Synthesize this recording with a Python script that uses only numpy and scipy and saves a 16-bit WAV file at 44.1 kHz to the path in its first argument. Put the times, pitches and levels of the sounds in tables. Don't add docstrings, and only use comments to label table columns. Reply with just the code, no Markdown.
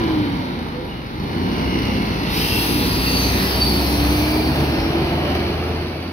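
import sys
import numpy as np
from scipy import signal
from scipy.fft import rfft, irfft, next_fast_len
from scipy.io import wavfile
from scipy.ndimage import uniform_filter1d, map_coordinates

SR = 44100
rng = np.random.default_rng(int(sys.argv[2]) if len(sys.argv) > 2 else 0)


def to_wav(s):
    ch = np.atleast_2d(s).T
    pcm = np.round(np.clip(ch, -1, 1) * 32767)
    wavfile.write(sys.argv[1], SR, pcm.astype(np.int16))


N = 269892
TIME = np.arange(N) / SR
THROTTLE_S, TAIL_TURN_S = (0.84, 1.91), (2.72, 5.17)

CRUISE_HZ = 60
ORDERS_LAW, THROB_LAW = (-40.5, -6, -5, 5.5), (-35, 10, 5, -2.5)
RUMBLE_LAW, WASH_LAW = (-23, 11.5, 0.1, -0.5), (-29, 11.5, -0.4, 2.5)
CLATTER_LAW, KNOCK_LAW = (-32.5, 10, -4.5, 0.5), (-41.5, 8, -1, -3)
LOWER_RING_LAW, UPPER_RING_LAW = (-36.5, 27.5, -8, -14), (-56, 13, -1, 8)


# t/s, level/dB
BOOM_RIDE = [(0,-31),(.5,-35),(1.1,-38),(1.4,-34),(1.7,-26),(2.1,-28.5),(2.9,-24.5),(3.2,-20.5),(3.8,-19.5),(4.1,-17.5),(4.4,-22.5),(4.7,-23.5),(5.0,-27),(5.25,-22.5),(5.75,-22),(6.12,-26.5)]
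# multiple of the firing rate, level/dB
ENGINE_ORDERS = [(.75,0.5),(1.97,-3),(3,-1)]
# f/Hz, level/dB
RUMBLE_EQ = [(20, -47), (33, -25), (45, 4.5), (60, -0.5), (90, 3.5), (130, 1), (200, -1), (270, -3),
             (350, -7), (450, -13), (600, -32), (1200, -65)]

def exhaust(firing_hz):
    boom_db, = curves(BOOM_RIDE)
    boom = partials(firing_hz, [(1, 0)], rough=0.09, flutter_hz=13) * undb(boom_db)
    orders = sum(partials(k * firing_hz, [(1, db)], rough=0.2, flutter_hz=9) * body_gain(k * firing_hz)
                 for k, db in ENGINE_ORDERS)
    throb = partials(firing_hz, [(1.53, 0)], rough=0.24, flutter_hz=12)
    puffs = unit(colour(bursts(firing_hz, decay_cycles=0.13, scatter_db=-0.5, steady=0.74), RUMBLE_EQ))
    bass = signal.sosfilt(signal.butter(1, 75, fs=SR, output="sos"), puffs)
    rumble = puffs - 0.44 * coasting() * bass
    return (boom + orders * loudness(firing_hz, ORDERS_LAW) + throb * loudness(firing_hz, THROB_LAW)
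            + rumble * loudness(firing_hz, RUMBLE_LAW))


# f/Hz, width/Hz, lift/dB
BODY_PEAKS = [(56.6,3.6,15),(107,12,5),(144.8,4.7,15.5),(150.5,3.9,13),(168.5,5,4),(176,4.8,8.5),(189,5.3,9.5)]

def body_gain(hz):
    lift = sum(undb(db) ** 2 / (1 + (2 * (hz - centre) / width) ** 2) for centre, width, db in BODY_PEAKS)
    return np.sqrt(1 + lift)


# f/Hz, level/dB
CLATTER_EQ = [(600, -16), (1200, 0.5), (1700, 0), (2200, 2), (2850, 0.5), (3200, -2.5), (3600, -3),
              (4400, 2.5), (5000, -5), (5600, -7.5), (6500, -18), (9000, -11.5), (10500, -18.5),
              (15500, -16.5)]
# f/Hz, level/dB
RASP_EQ = [(600, -36), (1100, 8.5), (1600, 1.5), (2200, 5.5), (2700, -12), (3300, 0), (3700, 2), (4300, 0),
           (5500, -37), (9000, -42)]

def block_clatter(firing_hz):
    clatter = unit(colour(bursts(firing_hz, decay_cycles=0.49, scatter_db=5, steady=0.95), CLATTER_EQ))
    rasp = coasting() * unit(colour(noise(), RASP_EQ)) * undb(1)
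    grille_db = 3.4 * swell(2.89, length_s=2)
    flicker_db = 0.5 * wander(3.4)
    return (clatter + rasp) * loudness(firing_hz, CLATTER_LAW) * undb(grille_db + flicker_db)


# f/Hz, level/dB
KNOCK_EQ = [(400, -24), (700, -2), (1300, 0), (1900, -4.5), (3200, -10), (5000, -26), (8000, -46)]

def knock(firing_hz):
    blows = bursts(firing_hz, decay_cycles=0.16, scatter_db=4, steady=0.22)
    return unit(colour(blows, KNOCK_EQ)) * loudness(firing_hz, KNOCK_LAW)


# t/s, f/Hz, level/dB
HUM_RIDE = [(0,340.6,-26.5),(.22,298,-24.5),(.45,256,-37),(1.1,177,-51),(1.5,266.8,-37),(1.75,270.3,-32),(1.98,261.6,-34.5),(2.15,255,-44),(2.55,240.5,-44),(3.15,270.7,-30),(3.6,282.5,-45),(3.76,286.6,-31.5),(4.1,295,-27),(4.38,310,-28),(4.58,320.6,-35),(4.8,327.5,-29.5),(5.12,336,-32),(5.27,339.4,-45),(5.5,347,-35.5),(5.82,360,-33.5),(6.12,357,-35.5)]
# multiple of the blade rate, level/dB
HUM_HARMONICS = [(1, 0), (2, -24)]
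# f/Hz, level/dB
WASH_SIDE_EQ = [(150, 4.5), (350, 4.5), (500, 2), (660, -1.5), (800, 3.5), (950, 4.5), (1200, -5.5),
                (1700, -10), (2600, -13.5), (5000, -45)]
# f/Hz, level/dB
WASH_REAR_EQ = [(150, -10), (350, 7), (500, 1), (720, 4.5), (900, 0), (1150, -4.5), (1700, -9.5),
                (3000, -8.5), (5000, -33)]

def fan(firing_hz):
    blade_hz, hum_db = curves(HUM_RIDE)
    hum = partials(blade_hz, HUM_HARMONICS, rough=0.07, flutter_hz=21) * undb(hum_db)
    behind = ramp(*TAIL_TURN_S)
    side = np.sqrt(1 - behind) * unit(colour(noise(), WASH_SIDE_EQ))
    rear = np.sqrt(behind) * unit(colour(noise(), WASH_REAR_EQ))
    wash = (side + rear) * undb(0.5 * wander(22)) * loudness(firing_hz, WASH_LAW)
    return hum, wash


# f/Hz, level/dB
HISS_EQ = [(1200, -2), (2000, 7.5), (2700, 9.5), (3400, 9), (4200, 11.5), (5200, 10), (6200, 2),
           (8300, 12.5), (10000, 3.5), (13500, 5), (15500, 8.5)]

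def air_jet(opens_s=2.275, attack_s=0.07, closes_s=4.32):
    envelope_db = -25.5 - 0.5 * (TIME - opens_s) - 30 * since(closes_s)
    accent_db = np.exp(-since(opens_s) / 0.4)
    sputter_db = 0.9 * wander(12)
    valve = ramp(opens_s, opens_s + attack_s)
    _, distance_db = drive_by()
    hiss = unit(colour(swirl(), HISS_EQ))
    return valve * hiss * undb(envelope_db + accent_db + distance_db + sputter_db)


def swirl(depth_db=2, width_hz=270, life_s=0.05, sink_hz_per_s=900):
    hz, s, frames = signal.stft(noise(), SR, nperseg=512)
    lift = rng.standard_normal(frames.shape)
    for _ in range(2):
        lift = uniform_filter1d(lift, int(width_hz / hz[1]), axis=0)
        lift = uniform_filter1d(lift, int(life_s / s[1]), axis=1)
    rows, columns = np.indices(frames.shape)
    lift = map_coordinates(lift, [rows + sink_hz_per_s * s / hz[1], columns], order=1, mode="mirror")
    _, swirled = signal.istft(frames * undb(depth_db * unit(lift)), SR)
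    return unit(swirled[:N])


# t/s, f/Hz, level/dB
WHISTLE_RIDE = [(2.27,4800,-80),(2.35,4820,-33),(2.58,4780,-33),(2.72,4680,-33),(2.8,4750,-39),(2.92,4840,-29.5),(3.02,4660,-29),(3.13,4580,-24),(3.27,4490,-31),(3.38,4480,-43),(3.48,4640,-33),(3.62,4540,-27),(3.74,4430,-27),(3.95,4390,-41),(4.1,4460,-36),(4.28,4440,-41),(4.47,4500,-35),(4.62,4470,-42),(4.76,4460,-42),(5.0,4460,-80)]

def jet_whistle(waver_hz=25, rasp_db=3):
    hz, db = curves(WHISTLE_RIDE)
    hz = hz + waver_hz * wander(30)
    core = band(hz, width_hz=130) * undb(rasp_db * wander(160))
    breath = band(hz, width_hz=650)
    return unit(unit(core) + breath) * undb(db)


# peak t/s, length/s, f/Hz, glide/(Hz/s), width/Hz, level/dB
FLARE_CUES = [(2.6,0.63,10400,3,1300,-38.5),(2.62,0.52,13700,4,1700,-35),(2.5,.3,5300,0,400,-35),(2.47,0.28,3100,595,300,-33),(2.3,.09,3680,0,130,-35),(3.08,.13,2740,0,98,-31),(3.27,.24,4080,-500,220,-35),(3.2,.4,6100,-400,500,-34.5),(3.25,0.46,9150,307,800,-35),(3.08,.2,15000,-4000,690,-38),(3.35,.8,15000,-2200,710,-45),(3.46,.22,5100,-700,100,-34),(4.1,.16,5980,0,160,-39),(3.63,0.17,10500,0,970,-37.5),(2.9,0.15,11000,0,980,-39),(3.95,0.41,10000,-3000,560,-42.5),(3.96,0.067,5780,0,140,-39),(4.28,.5,4700,2,490,-38),(4.78,0.38,5400,0,140,-41)]

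def jet_flares():
    out = np.zeros(N)
    for s, length, hz, glide, width_hz, db in FLARE_CUES:
        on = np.abs(TIME - s) < length / 2
        flare = band(hz + glide * (TIME[on] - s), width_hz, size=on.sum())
        out[on] += flare * swell(s, length)[on] * undb(db)
    return out


def air_rings(firing_hz):
    lower = band(lower_ring_hz(), width_hz=420) * loudness(firing_hz, LOWER_RING_LAW)
    leap = band(2760, width_hz=210) * undb(-26.5) * swell(2.53, length_s=0.27)
    upper = band(4360, width_hz=590) * loudness(firing_hz, UPPER_RING_LAW)
    return lower + leap + upper


def lower_ring_hz():
    bearing_sine, _ = drive_by()
    return 2688 - 409 * bearing_sine


# peak t/s, length/s, f/Hz, width/Hz, level/dB
SQUEAK_CUES = [(0.05,.12,1000,51,-35),(0.335,0.15,966,31,-33),(0.75,0.14,492,49,-34),(0.868,0.077,12000,5000,-52),(0.906,0.055,2880,260,-35),(1.228,0.12,210.6,54,-23),(1.34,0.088,95,30,-22),(1.5,.6,341,116,-30),(1.805,0.84,2138,374,-36.5),(1.83,0.55,2800,300,-37),(1.8,1,5600,450,-45.5),(1.901,0.34,204,7,-27.5),(2.163,0.27,165.2,10,-28),(2.51,0.13,86.9,11,-20),(2.7,0.8,299.8,40,-31),(3.372,0.28,1798,510,-30.5),(4.23,0.47,2322,332,-33.5),(5.2,.6,2980,300,-39),(6.031,.2,4580,236,-38)]

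def squeaks():
    return sum(band(hz, width) * swell(s, length) * undb(db) for s, length, hz, width, db in SQUEAK_CUES)


# t/s, f/Hz, level/dB
TURBO_RIDE = [(0, 13400, -68), (.4, 11600, -73), (.8, 9650, -74), (1.1, 8900, -100)]

def turbo():
    hz, db = curves(TURBO_RIDE)
    return band(hz, width_hz=200) * undb(db)


# t/s, lead/ms
LEFT_LEAD = [(0, 0.34), (1.8, 0.4), (3.2, .25), (6.1, 0.099)]

def direct_path(x, right_lift_db=1.1):
    lead_ms, = curves(LEFT_LEAD)
    return np.array([x * undb(-right_lift_db / 2), delayed(x, lead_ms / 1000) * undb(right_lift_db / 2)])


def close_reflection(x, echo):
    return (x + echo * delayed(x, 4 / lower_ring_hz())) / np.sqrt(1 + echo ** 2)


def building_echoes(x, t60_s, count=14):
    out, power = np.zeros((2, N)), 0
    port_lags_s = 0.00025 * rng.permutation(np.linspace(-1, 1, count))
    for delay_s, lag_s in zip(np.linspace(0.025, 0.16, count), port_lags_s):
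        stretch = rng.choice([-1, 1]) * rng.uniform(0.002, 0.006)
        path_s = delay_s + stretch * (TIME - TIME.mean())
        emitted_s = np.array([TIME - path_s + lag_s, TIME - path_s - lag_s])
        gain = undb(-60 * delay_s / t60_s)
        out += gain * x[np.abs(emitted_s * SR).astype(int) % N]
        power += gain ** 2
    return out / np.sqrt(power)


def drive_by(speed_m_s=4, abreast_s=2.57, nearest_m=7):
    along_m = speed_m_s * (TIME - abreast_s)
    distance_m = np.hypot(along_m, nearest_m)
    return along_m / distance_m, 20 * np.log10(nearest_m / distance_m)


def loudness(firing_hz, law):
    db, per_octave_db, coasting_db, behind_db = law
    _, distance_db = drive_by()
    return undb(db + per_octave_db * np.log2(firing_hz / CRUISE_HZ) + coasting_db * coasting()
                + behind_db * ramp(*TAIL_TURN_S) + distance_db)


def coasting():
    return 1 - ramp(*THROTTLE_S)


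def partials(hz, table, rough, flutter_hz):
    angle = 2 * np.pi * np.cumsum(hz) / SR
    out = 0
    for multiple, db in table:
        phase = multiple * angle + rng.uniform(0, 2 * np.pi)
        tone = (1 + rough * wander(flutter_hz)) * np.sin(phase)
        jitter = rough * wander(flutter_hz) * np.cos(phase)
        out = out + undb(db) * (tone + jitter)
    return out * np.sqrt(2 / (1 + 2 * rough ** 2))


def bursts(firing_hz, decay_cycles, scatter_db, steady):
    cycles = np.cumsum(firing_hz) / SR
    strength = undb(scatter_db * noise())[cycles.astype(int)]
    return noise() * (steady + strength * np.exp(-(cycles % 1) / decay_cycles))


def band(hz, width_hz, size=N):
    angle = 2 * np.pi * np.cumsum(hz * np.ones(size)) / SR
    return (wander(width_hz, size) * np.sin(angle) + wander(width_hz, size) * np.cos(angle)) / np.sqrt(2)


def wander(rate_hz, size=N):
    span = max(int(SR / rate_hz), 1)
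    smoothed = uniform_filter1d(rng.standard_normal(size), span, mode="wrap")
    return unit(uniform_filter1d(smoothed, span, mode="wrap"))


def noise():
    return rng.standard_normal(N)


def colour(x, eq):
    hz, db = np.transpose(eq)
    size = next_fast_len(N + SR // 2, real=True)
    bin_hz = np.maximum(np.arange(size // 2 + 1) * SR / size, 1)
    gain = undb(np.interp(np.log(bin_hz), np.log(hz), db))
    return irfft(rfft(x, size) * gain, size)[:N]


def delayed(x, seconds):
    return map_coordinates(x, [np.arange(N) - seconds * SR], order=3, mode="mirror")


def curves(table):
    s, *columns = np.transpose(table)
    return [np.interp(TIME, s, column) for column in columns]


def ramp(start_s, end_s):
    return np.interp(TIME, [start_s, end_s], [0, 1])


def swell(peak_s, length_s):
    return np.cos(np.pi * np.clip((TIME - peak_s) / length_s, -0.5, 0.5))


def since(start_s):
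    return np.maximum(TIME - start_s, 0)


def undb(db):
    return 10 ** (np.asarray(db) / 20)


def unit(x):
    return x / np.sqrt(np.mean(x ** 2))


# t/s, f/Hz
FIRING_RATE = [(0, 78.8), (.4, 61.43), (.9, 42.7), (1.1, 42.07), (1.3, 55.73), (1.55, 62.63), (1.85, 61.9),
               (2.2, 54.57), (3.1, 61.26), (4.05, 67.24), (4.8, 76.2), (6.12, 83.95)]

def scene(fade_from_s=5.35, fade_db_per_s=9.5):
    firing_hz, = curves(FIRING_RATE)
    hum, wash = fan(firing_hz)
    low = exhaust(firing_hz) + hum
    clatter = close_reflection(block_clatter(firing_hz), echo=0.15)
    high = wash + clatter + knock(firing_hz) + air_rings(firing_hz) + squeaks() + turbo()
    jet = air_jet() + jet_flares()
    whistle = jet_whistle()
    direct = low + undb(-5) * high + undb(-3) * jet + undb(-5.5) * whistle
    send = undb(-19) * low + undb(-3) * high + undb(-2) * jet + undb(-6.5) * whistle
    fade = undb(-fade_db_per_s * since(fade_from_s))
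    return fade * (direct_path(direct) + building_echoes(send, t60_s=0.55))


# f/Hz, left level/dB, right level/dB
PORT_EQ = [(15,-32,-28),(42,-5.5,-4.5),(57,-2.5,-6),(330,4.5,4.5),(5800,2.5,3),(6314,-3.5,7),(6570,-5.5,-52),(7530,-29.5,-64),(8050,-7.5,-52),(8590,-9,-48),(10060,7,-8),(12600,7,-3.5),(15000,1.5,-13)]

def record(dry, top_hz=15600):
    eq = np.array(PORT_EQ)
    heard = np.array([colour(dry[0], eq[:, [0, 1]]), colour(dry[1], eq[:, [0, 2]])])
    return signal.sosfilt(signal.ellip(10, 0.2, 80, top_hz, fs=SR, output="sos"), heard)


dry = scene()
out = record(dry)
to_wav(out)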